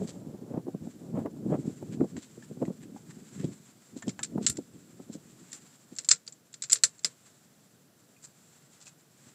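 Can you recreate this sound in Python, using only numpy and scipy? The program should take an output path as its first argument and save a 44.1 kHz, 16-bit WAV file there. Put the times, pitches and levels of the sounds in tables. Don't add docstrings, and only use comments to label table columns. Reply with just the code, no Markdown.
import sys
import numpy as np
from scipy import signal
from scipy.io import wavfile
from scipy.ndimage import uniform_filter1d, minimum_filter1d

SR = 44100
rng = np.random.default_rng(int(sys.argv[2]) if len(sys.argv) > 2 else 0)


def store_wav(level_fs):
    pcm = np.round(np.clip(np.atleast_2d(level_fs), -1, 1) * 32767)
    wavfile.write(sys.argv[1], SR, pcm.T.astype(np.int16))


N = 411894

# (frequency [Hz], gain [dB])
AIR_SPECTRUM = [(25, -52), (136, 8), (281, -1.5), (684, -5), (919, -13.5), (1450, -10), (2300, -17.5),
                (6050, -14.5), (7500, -21), (9050, -17), (14300, -18.5), (15500, -20.5)]
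# (time [s], level [dB])
RUSTLE_LEVEL = [(0, -60), (0.4, -73), (0.92, -67), (1.3, -72), (1.68, -62), (2.05, -67), (2.32, -63.5),
                (2.9, -67.5), (3.45, -59), (3.8, -65), (5.2, -67), (5.48, -59), (5.8, -64), (6.42, -72),
                (7.22, -64.5), (7.9, -75), (8.58, -63.5), (9.1, -70), (9.28, -63)]
# (frequency [Hz], gain [dB])
CLOTH_SPECTRUM = [(300, -17.5), (800, -3), (1500, -2), (2800, -5.5), (4400, -4.5), (5800, -5), (6800, 0),
                  (7500, 7.5), (8500, -4.5), (10000, -14), (15000, -24.5)]
# (mid time [s], level [dB], colour [Hz])
SCRAPE_EVENTS = [(0.091, -46.5, 4430), (1.933, -54, 2570), (2.185, -56, 3670), (2.232, -52, 4120),
                 (2.83, -57.5, 2000), (3.105, -56.5, 1300), (3.407, -52, 1778), (3.446, -54.5, 3300),
                 (3.982, -52.5, 5030), (4.441, -46.5, 4400), (5.141, -50, 5000), (5.551, -48.5, 6600),
                 (8.248, -48, 6860), (8.823, -54.5, 5030), (8.877, -50, 5200)]
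# (time [s], level [dB])
SCUFF_LEVEL = [(0.92, -68), (1.4, -56.5), (2.3, -58), (3.55, -58.5), (3.85, -66), (5.35, -56), (5.9, -68.5),
               (9.34, -69.5)]
# (peak time [s], level [dB], swell [s], fade [s], grit re rub [dB])
SCUFF_EVENTS = [(0.25, -44, 1, 0.3, -11.5), (0.573, -42.5, 0.094, 0.03, -1.5),
                (0.828, -40, 0.018, 0.054, -24), (1.056, -45.5, 0.094, 0.078, -12),
                (1.18, -31.5, 0.038, 0.048, -7.5), (1.407, -42.5, 0.1, 0.11, -16),
                (1.539, -30, 0.044, 0.026, -2), (1.66, -41.5, 0.046, 0.1, -16),
                (1.91, -41.5, 0.068, 0.079, -26), (2.17, -41.5, 0.054, 0.025, -30),
                (2.89, -49, 0.071, 0.055, -30), (3.2, -53.5, 0.19, 0.06, -33),
                (3.47, -51, 0.12, 0.059, -18), (4.42, -46.5, 0.21, 0.15, -19),
                (4.75, -56, 0.018, 0.076, -28)]
# (frequency [Hz], gain [dB])
SCUFF_SPECTRUM = [(25, -37.5), (60, -20.5), (110, -2), (170, 3.5), (240, 3.5), (400, -6), (650, -21.5),
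                  (1000, -28.5), (2000, -44)]
# (frequency [Hz], gain [dB])
GRIT_SPECTRUM = [(120, -35), (300, 0), (550, 3.5), (1000, -12.5), (2200, -31.5), (3200, -38), (5000, -56)]
# (time [s], level [dB], pitch [Hz], boost at that resonance [dB])
TAP_EVENTS = [(0.684, -46, 755, 19), (0.75, -53, 620, 13), (1.261, -37, 980, 3), (2.008, -43.5, 1264, 10),
              (2.167, -43, 1870, 5), (2.425, -50.5, 1750, 14), (2.618, -38, 672, 29),
              (2.653, -48, 1940, 10.5), (2.963, -46.5, 840, 11), (3.108, -52, 1820, 12),
              (4.024, -40, 1790, 11), (4.1923, -35, 1720, 7.5), (4.207, -50, 1300, 17),
              (4.379, -35.5, 727, 13), (8.165, -61.5, 2470, 25), (8.869, -50.5, 2540, 19)]
# (frequency [Hz], gain [dB])
TAP_SPECTRUM = [(200, -7), (700, 6), (1800, -3), (3500, -3), (5500, -3), (7500, 22.5), (10000, -34)]
# (time [s], level [dB], nominal pitch [Hz], crispness of upper part [dB])
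BUMP_EVENTS = [(0.02, -22, 250, -26), (0.575, -25, 251, -17), (0.669, -28.5, 380, -22),
               (0.683, -22.5, 304, -20), (0.748, -22.5, 181, -13.5), (0.872, -28.5, 205, -8.5),
               (1.142, -22, 187, -18.5), (1.192, -24.5, 208, -9.5), (1.26, -22, 258, -12.5),
               (1.463, -19, 197, -28), (1.508, -24.5, 180, -30), (1.589, -21.5, 189, -35),
               (1.677, -18.5, 180, -37), (1.827, -28.5, 174, -10), (2.0127, -11, 220, -26.5),
               (2.02, -19, 283, -29), (2.042, -26, 290, -20.5), (2.379, -34, 268, -24),
               (2.429, -40, 190, -42), (2.513, -31.5, 215, -32), (2.573, -33, 202, -12),
               (2.618, -18.5, 230, -23), (2.627, -18.5, 238, -12.5), (2.681, -20.5, 180, -10.5),
               (2.704, -24, 242, -16), (2.945, -34, 246, -46), (3.4, -25, 165, -57),
               (3.443, -17.5, 191, -33), (3.488, -30, 278, -33), (3.965, -27.5, 273, -28),
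               (4.08, -18.5, 168, -16.5), (4.358, -20.5, 200, -26), (4.382, -19.5, 164, -12),
               (4.412, -23.5, 200, -18), (4.5, -30, 95, -57), (4.588, -23, 271, -27),
               (5.001, -32.5, 197, -4.5), (5.099, -29.5, 216, -20), (5.153, -28.5, 198, -15.5),
               (5.925, -35.5, 195, -26), (9.269, -44.5, 165, -48)]
# (frequency [Hz], gain [dB])
BUMP_SPECTRUM = [(25, -49), (60, -40), (110, -15.5), (160, 0.5), (240, 4), (400, -3), (650, -15.5),
                 (1000, -31.5), (2000, -56), (4000, -66)]
# (time [s], level [dB], body [dB], top edge [dB], struck-part pitch [Hz], its ring [dB])
CLACK_EVENTS = [(4.0804, -33, -1, -30, 3220, -7), (4.092, -31, 5, -26, 4120, -28),
                (4.2307, -19.5, -12, -24, 3770, -12.5), (4.2443, -31, 0, -42, 4340, -21),
                (4.4644, -10.5, -10, -32, 6640, -30), (4.497, -18, -12.5, -10.5, 4340, -16),
                (4.569, -31.5, -2, -18, 5560, -14), (5.529, -29.5, 4, -8, 5670, -10),
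                (5.963, -35.5, -7, -38.5, 7030, -5), (5.9855, -20, -4.5, -32, 5350, -7),
                (6.046, -32.5, -6, -20.5, 5040, -14), (6.088, -8, -15.5, -34.5, 4360, -15),
                (6.108, -16, -21.5, -45.5, 4290, -10.5), (6.113, -2, -6, -44, 5020, -6.5),
                (6.277, -26, 4, -18, 4740, 1), (6.324, -33.5, -23, -59, 7370, 0),
                (6.54, -32.5, 3, -18, 4170, -15), (6.6218, -21, -14, -34, 4040, -15),
                (6.637, -23.5, -2, -36, 5124, -16.5), (6.698, -22.5, -8, -39, 1620, -18.5),
                (6.711, -24, -5, -29.5, 4100, -16.5), (6.7199, -10.5, -25.5, -22, 7030, -5.5),
                (6.729, -2.5, -11.5, -12.5, 4860, -11.5), (6.756, -23.5, 6, -30, 4700, -15.5),
                (6.8361, -1.5, -10, -20.5, 4240, -10), (6.992, -39.5, -6, -30, 4200, -13),
                (7.046, -9.5, 2.5, -12.5, 4970, -2.5)]
# (frequency [Hz], gain [dB])
BENCH_SPECTRUM = [(40, -34.5), (100, 2.5), (150, 12), (260, -1.5), (370, -2), (465, 7.5), (600, -3),
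                  (800, -16.5), (1080, -4), (2000, -28), (4000, -61.5)]
# (frequency [Hz], gain [dB])
CRACK_SPECTRUM = [(100, -47.5), (550, -20), (900, -29), (1300, -13.5), (2000, -10), (2650, -10.5),
                  (3100, -12.5), (3600, -7), (4500, -5), (5750, -3.5), (6650, -2), (7400, 9), (8500, -6),
                  (9800, -23), (15000, -50)]
# (frequency [Hz], mean level [dB], T60 [s])
STEEL_MODES = [(1390, -22, 0.11), (1750, -20.5, 0.08), (4075, -13, 0.078), (4310, -8.5, 0.075),
               (4950, -8, 0.06), (5380, -12.5, 0.07), (6175, -8.5, 0.065), (7020, -3.5, 0.055),
               (7410, -1.5, 0.068), (7340, 2, 0.075), (7770, 3, 0.04)]


def amp(db):
    return 10 ** (np.asarray(db) / 20)


def evened(x):
    return x / np.sqrt(np.mean(x ** 2) + 1e-20)


def peaked(x, size):
    return x / np.sqrt(uniform_filter1d(x ** 2, size).max() + 1e-20)


def read(points, hz):
    point_hz, db = np.transpose(points)
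    return np.interp(np.log(hz + 1), np.log(point_hz + 1), db)


def follow(curve):
    time_s, db = np.transpose(curve)
    return amp(np.interp(np.arange(N) / SR, time_s, db))


def add(mix, start_s, sound):
    start = round(start_s * SR)
    sound = sound[max(-start, 0):]
    part = mix[max(start, 0):][:len(sound)]
    part += sound[:len(part)]


def colour(x, gain_db, size=4096):
    hz = abs(np.fft.fftfreq(size, 1 / SR))
    log_gain = np.log(amp(np.maximum(gain_db(hz), -100)))
    response = np.exp(np.conj(signal.hilbert(log_gain)))
    impulse = np.fft.ifft(response).real
    return signal.fftconvolve(x, impulse[:size // 2])[:len(x)]


def shelf(hz, corner_hz, order):
    return 1 - 1 / (1 + (hz / corner_hz) ** order)


def hump(hz, centre_hz, octaves):
    return np.exp(-(np.log2((hz + 1) / centre_hz) / octaves) ** 2)


def drift(rate_hz):
    return evened(np.interp(np.arange(N) / SR * rate_hz, np.arange(N), rng.standard_normal(N)))


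def fibres(size, grain_share):
    height_db = 3 * np.minimum(rng.exponential(1, size), 3)
    heights = amp(height_db) * rng.choice([-1, 1], size)
    grains = heights * (rng.random(size) < 900 / SR)
    return rng.standard_normal(size) + grain_share * evened(grains)


def arch(t, swell_s, fade_s):
    return np.exp(-(t / np.where(t < 0, swell_s, fade_s)) ** 2)


def air(rms_db=-64):
    noise = rng.standard_normal(N)
    return amp(rms_db) * evened(colour(noise, lambda hz: read(AIR_SPECTRUM, hz)))


def rustle(gain_db=1.5, patchy_db=2.12, patches_hz=45):
    rubbing = fibres(N, grain_share=0.17)
    patches = amp(patchy_db * drift(patches_hz))
    cloth = colour(rubbing * patches, lambda hz: read(CLOTH_SPECTRUM, hz))
    return amp(gain_db) * follow(RUSTLE_LEVEL) * evened(cloth)


def scrapes(focus_db=8, focus_octaves=0.99, half_s=0.019):
    out, t = np.zeros(N), np.arange(-8000, 8000) / SR
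    for time_s, db, colour_hz in SCRAPE_EVENTS:
        stroke = colour(fibres(len(t), grain_share=2.1), lambda hz: read(CLOTH_SPECTRUM, hz)
                        + focus_db * hump(hz, colour_hz, focus_octaves))
        add(out, time_s + t[0], amp(db) * evened(stroke) * arch(t, half_s, half_s))
    return out


def scuffing(lumpy_db=2.5, lumps_hz=90, bite=1.4, drag_db=-27.5, drag_s=0.036):
    lumps = amp(lumpy_db * drift(lumps_hz))
    dull = colour(rng.standard_normal(N) * lumps,
                  lambda hz: read(SCUFF_SPECTRUM, hz) - 40 * shelf(hz, 2000, order=3))
    gritty = colour(fibres(N, grain_share=1.2) * np.sqrt(lumps), lambda hz: read(GRIT_SPECTRUM, hz))
    dull_gain, grit_gain = follow(SCUFF_LEVEL), np.zeros(N)
    t = np.arange(-SR, SR) / SR
    for time_s, db, swell_s, fade_s, grit_db in SCUFF_EVENTS:
        swell = arch(t, swell_s, fade_s)
        add(dull_gain, time_s + t[0], amp(db) * swell)
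        add(grit_gain, time_s + t[0], amp(db + grit_db) * swell ** bite)
    for time_s, db, *_ in BUMP_EVENTS:
        add(dull_gain, time_s + t[0], amp(db + drag_db) * arch(t, drag_s, drag_s))
    return dull_gain * evened(dull) + grit_gain * evened(gritty)


def taps(strike=9, tick_t60_s=0.056, hollow_octaves=0.32, soft_db=-22, soft_ratio=3.14,
         ring_db=-19, ring_t60_s=0.099):
    out, t = np.zeros(N), np.arange(5000) / SR
    for time_s, db, pitch_hz, hollow_db in TAP_EVENTS:
        def tick_db(hz):
            softness = shelf(hz, soft_ratio * pitch_hz, order=4)
            if pitch_hz < 1500:
                softness = softness + shelf(hz, 2800, order=6)
            hollow = hollow_db * hump(hz, pitch_hz, hollow_octaves)
            return read(TAP_SPECTRUM, hz) + hollow + soft_db * softness

        burst = strike * (t == 0) + rng.standard_normal(len(t)) * amp(-60 * t / tick_t60_s)
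        tick = colour(burst, tick_db)
        ring = np.sin(2 * np.pi * pitch_hz * t) * amp(-60 * t / ring_t60_s)
        sound = evened(tick) + amp(hollow_db + ring_db) * evened(ring)
        add(out, time_s, amp(db) * peaked(sound, size=200))
    return out


def bumps(gain_db=-6, patter=0.061, lead_s=0.0062, fade_s=0.009, usual_hz=230, pitch_share=0.62,
          usual_crisp_db=-21, corner_hz=560):
    out, t = np.zeros(N), np.arange(-1500, 5000) / SR
    swell = np.exp(np.minimum(t, 0) / lead_s - np.maximum(t, 0) / fade_s)
    for time_s, db, pitch_hz, crisp_db in BUMP_EVENTS:
        force = patter * swell * rng.standard_normal(len(t)) + (t == 0)
        stretch = (pitch_hz / usual_hz) ** pitch_share
        lift_db = crisp_db - usual_crisp_db
        thud = colour(force, lambda hz: read(BUMP_SPECTRUM, hz / stretch)
                      + lift_db * shelf(hz, corner_hz, order=4))
        add(out, time_s + t[0], amp(db + gain_db) * peaked(thud, size=200))
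    return out


def soft_onsets(gain_db=-50, body_share=0.9, before_s=0.0085, half_s=0.003):
    out, t = np.zeros(N), np.arange(-2000, 2000) / SR
    for time_s, _, body_db, *_ in CLACK_EVENTS:
        noise = colour(rng.standard_normal(len(t)), lambda hz: read(CRACK_SPECTRUM, hz))
        gain = amp(gain_db + body_share * body_db)
        add(out, time_s - before_s + t[0], gain * evened(noise) * arch(t, half_s, half_s))
    return out


def bench(gain_db=-36, t60_s=0.17):
    out, t = np.zeros(N), np.arange(9000) / SR
    for time_s, db, body_db, *_ in CLACK_EVENTS:
        shake = rng.standard_normal(len(t)) * amp(-60 * t / t60_s)
        thump = colour(shake, lambda hz: read(BENCH_SPECTRUM, hz))
        add(out, time_s, amp(db + body_db + gain_db) * peaked(thump, size=200))
    return out


def steel_ring(t, spread_db=2.4):
    ring = np.zeros(len(t))
    for mode_hz, mode_db, t60_s in STEEL_MODES:
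        strength = amp(mode_db + spread_db * rng.standard_normal() - 60 * t / t60_s)
        ring += strength * np.sin(2 * np.pi * (mode_hz * t + rng.random()))
    return ring


def clacks(gain_db=-7, crack_s=0.0062, chatter_db=3.0, chatter_t60_s=0.087, echo_db=-19, echo_t60_s=0.21,
           echo_dull_db=-13, ring_db=-6.0, attack_s=0.00028, usual_body_db=-8, body_share=0.75,
           usual_edge_db=-29, part_t60_s=0.019):
    out, t = np.zeros(N), np.arange(9000) / SR
    contact = np.exp(-(t / crack_s) ** 4)
    timber_echo = amp(echo_db - 60 * t / echo_t60_s)
    knots = t[::90]
    for time_s, db, body_db, edge_db, part_hz, own_db in CLACK_EVENTS:
        rebounds = amp(chatter_db * np.interp(t, knots, rng.standard_normal(len(knots))))
        chatter = rebounds * amp(-60 * t / chatter_t60_s)
        crack = colour((contact + chatter) * rng.standard_normal(len(t)),
                       lambda hz: read(CRACK_SPECTRUM, hz))
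        crack += colour(rebounds * timber_echo * rng.standard_normal(len(t)),
                        lambda hz: read(CRACK_SPECTRUM, hz) + echo_dull_db * shelf(hz, 4500, order=2))
        sound = evened(crack) + amp(ring_db) * evened(steel_ring(t))
        sound *= 1 - np.exp(-t / attack_s)
        body_lift_db = body_share * (body_db - usual_body_db)
        edge_lift_db = edge_db - usual_edge_db
        sound = colour(sound, lambda hz: body_lift_db * (1 - shelf(hz, 7300, order=8))
                       + edge_lift_db * shelf(hz, 9000, order=16))
        own_ring = np.sin(2 * np.pi * part_hz * t) * amp(-60 * t / part_t60_s)
        own_ring *= np.minimum(t * SR / 20, 1)
        sound = evened(sound) + amp(own_db) * evened(own_ring)
        add(out, time_s, amp(db + gain_db) * peaked(sound, size=130))
    return out


def scene():
    strikes = bumps() + clacks() + soft_onsets() + bench() + taps()
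    rubbing = scrapes() + scuffing() + rustle()
    return (strikes + rubbing + air())[None]


def record(dry, threshold_db=-17, squeeze=0.32, recovery_db_per_s=9, ceiling=0.68, edge_hz=15600):
    power = signal.lfilter(np.ones(256) / 256, 1, dry[0] ** 2)
    power_db = 10 * np.log10(abs(power) + 1e-12)
    fall_db = np.arange(N) / SR * recovery_db_per_s
    held_db = np.maximum.accumulate(power_db + fall_db) - fall_db
    over_db = np.maximum(held_db - threshold_db, 0)
    ducked = dry * amp(-squeeze * over_db)
    headroom = np.minimum(1, ceiling / (abs(ducked) + 1e-9))
    limited = ducked * uniform_filter1d(minimum_filter1d(headroom, size=61), size=61)
    low_pass = signal.firwin(511, edge_hz, window=("kaiser", 9), fs=SR)
    return signal.oaconvolve(limited, low_pass[None], "same")


dry = scene()
out = record(dry)
store_wav(out)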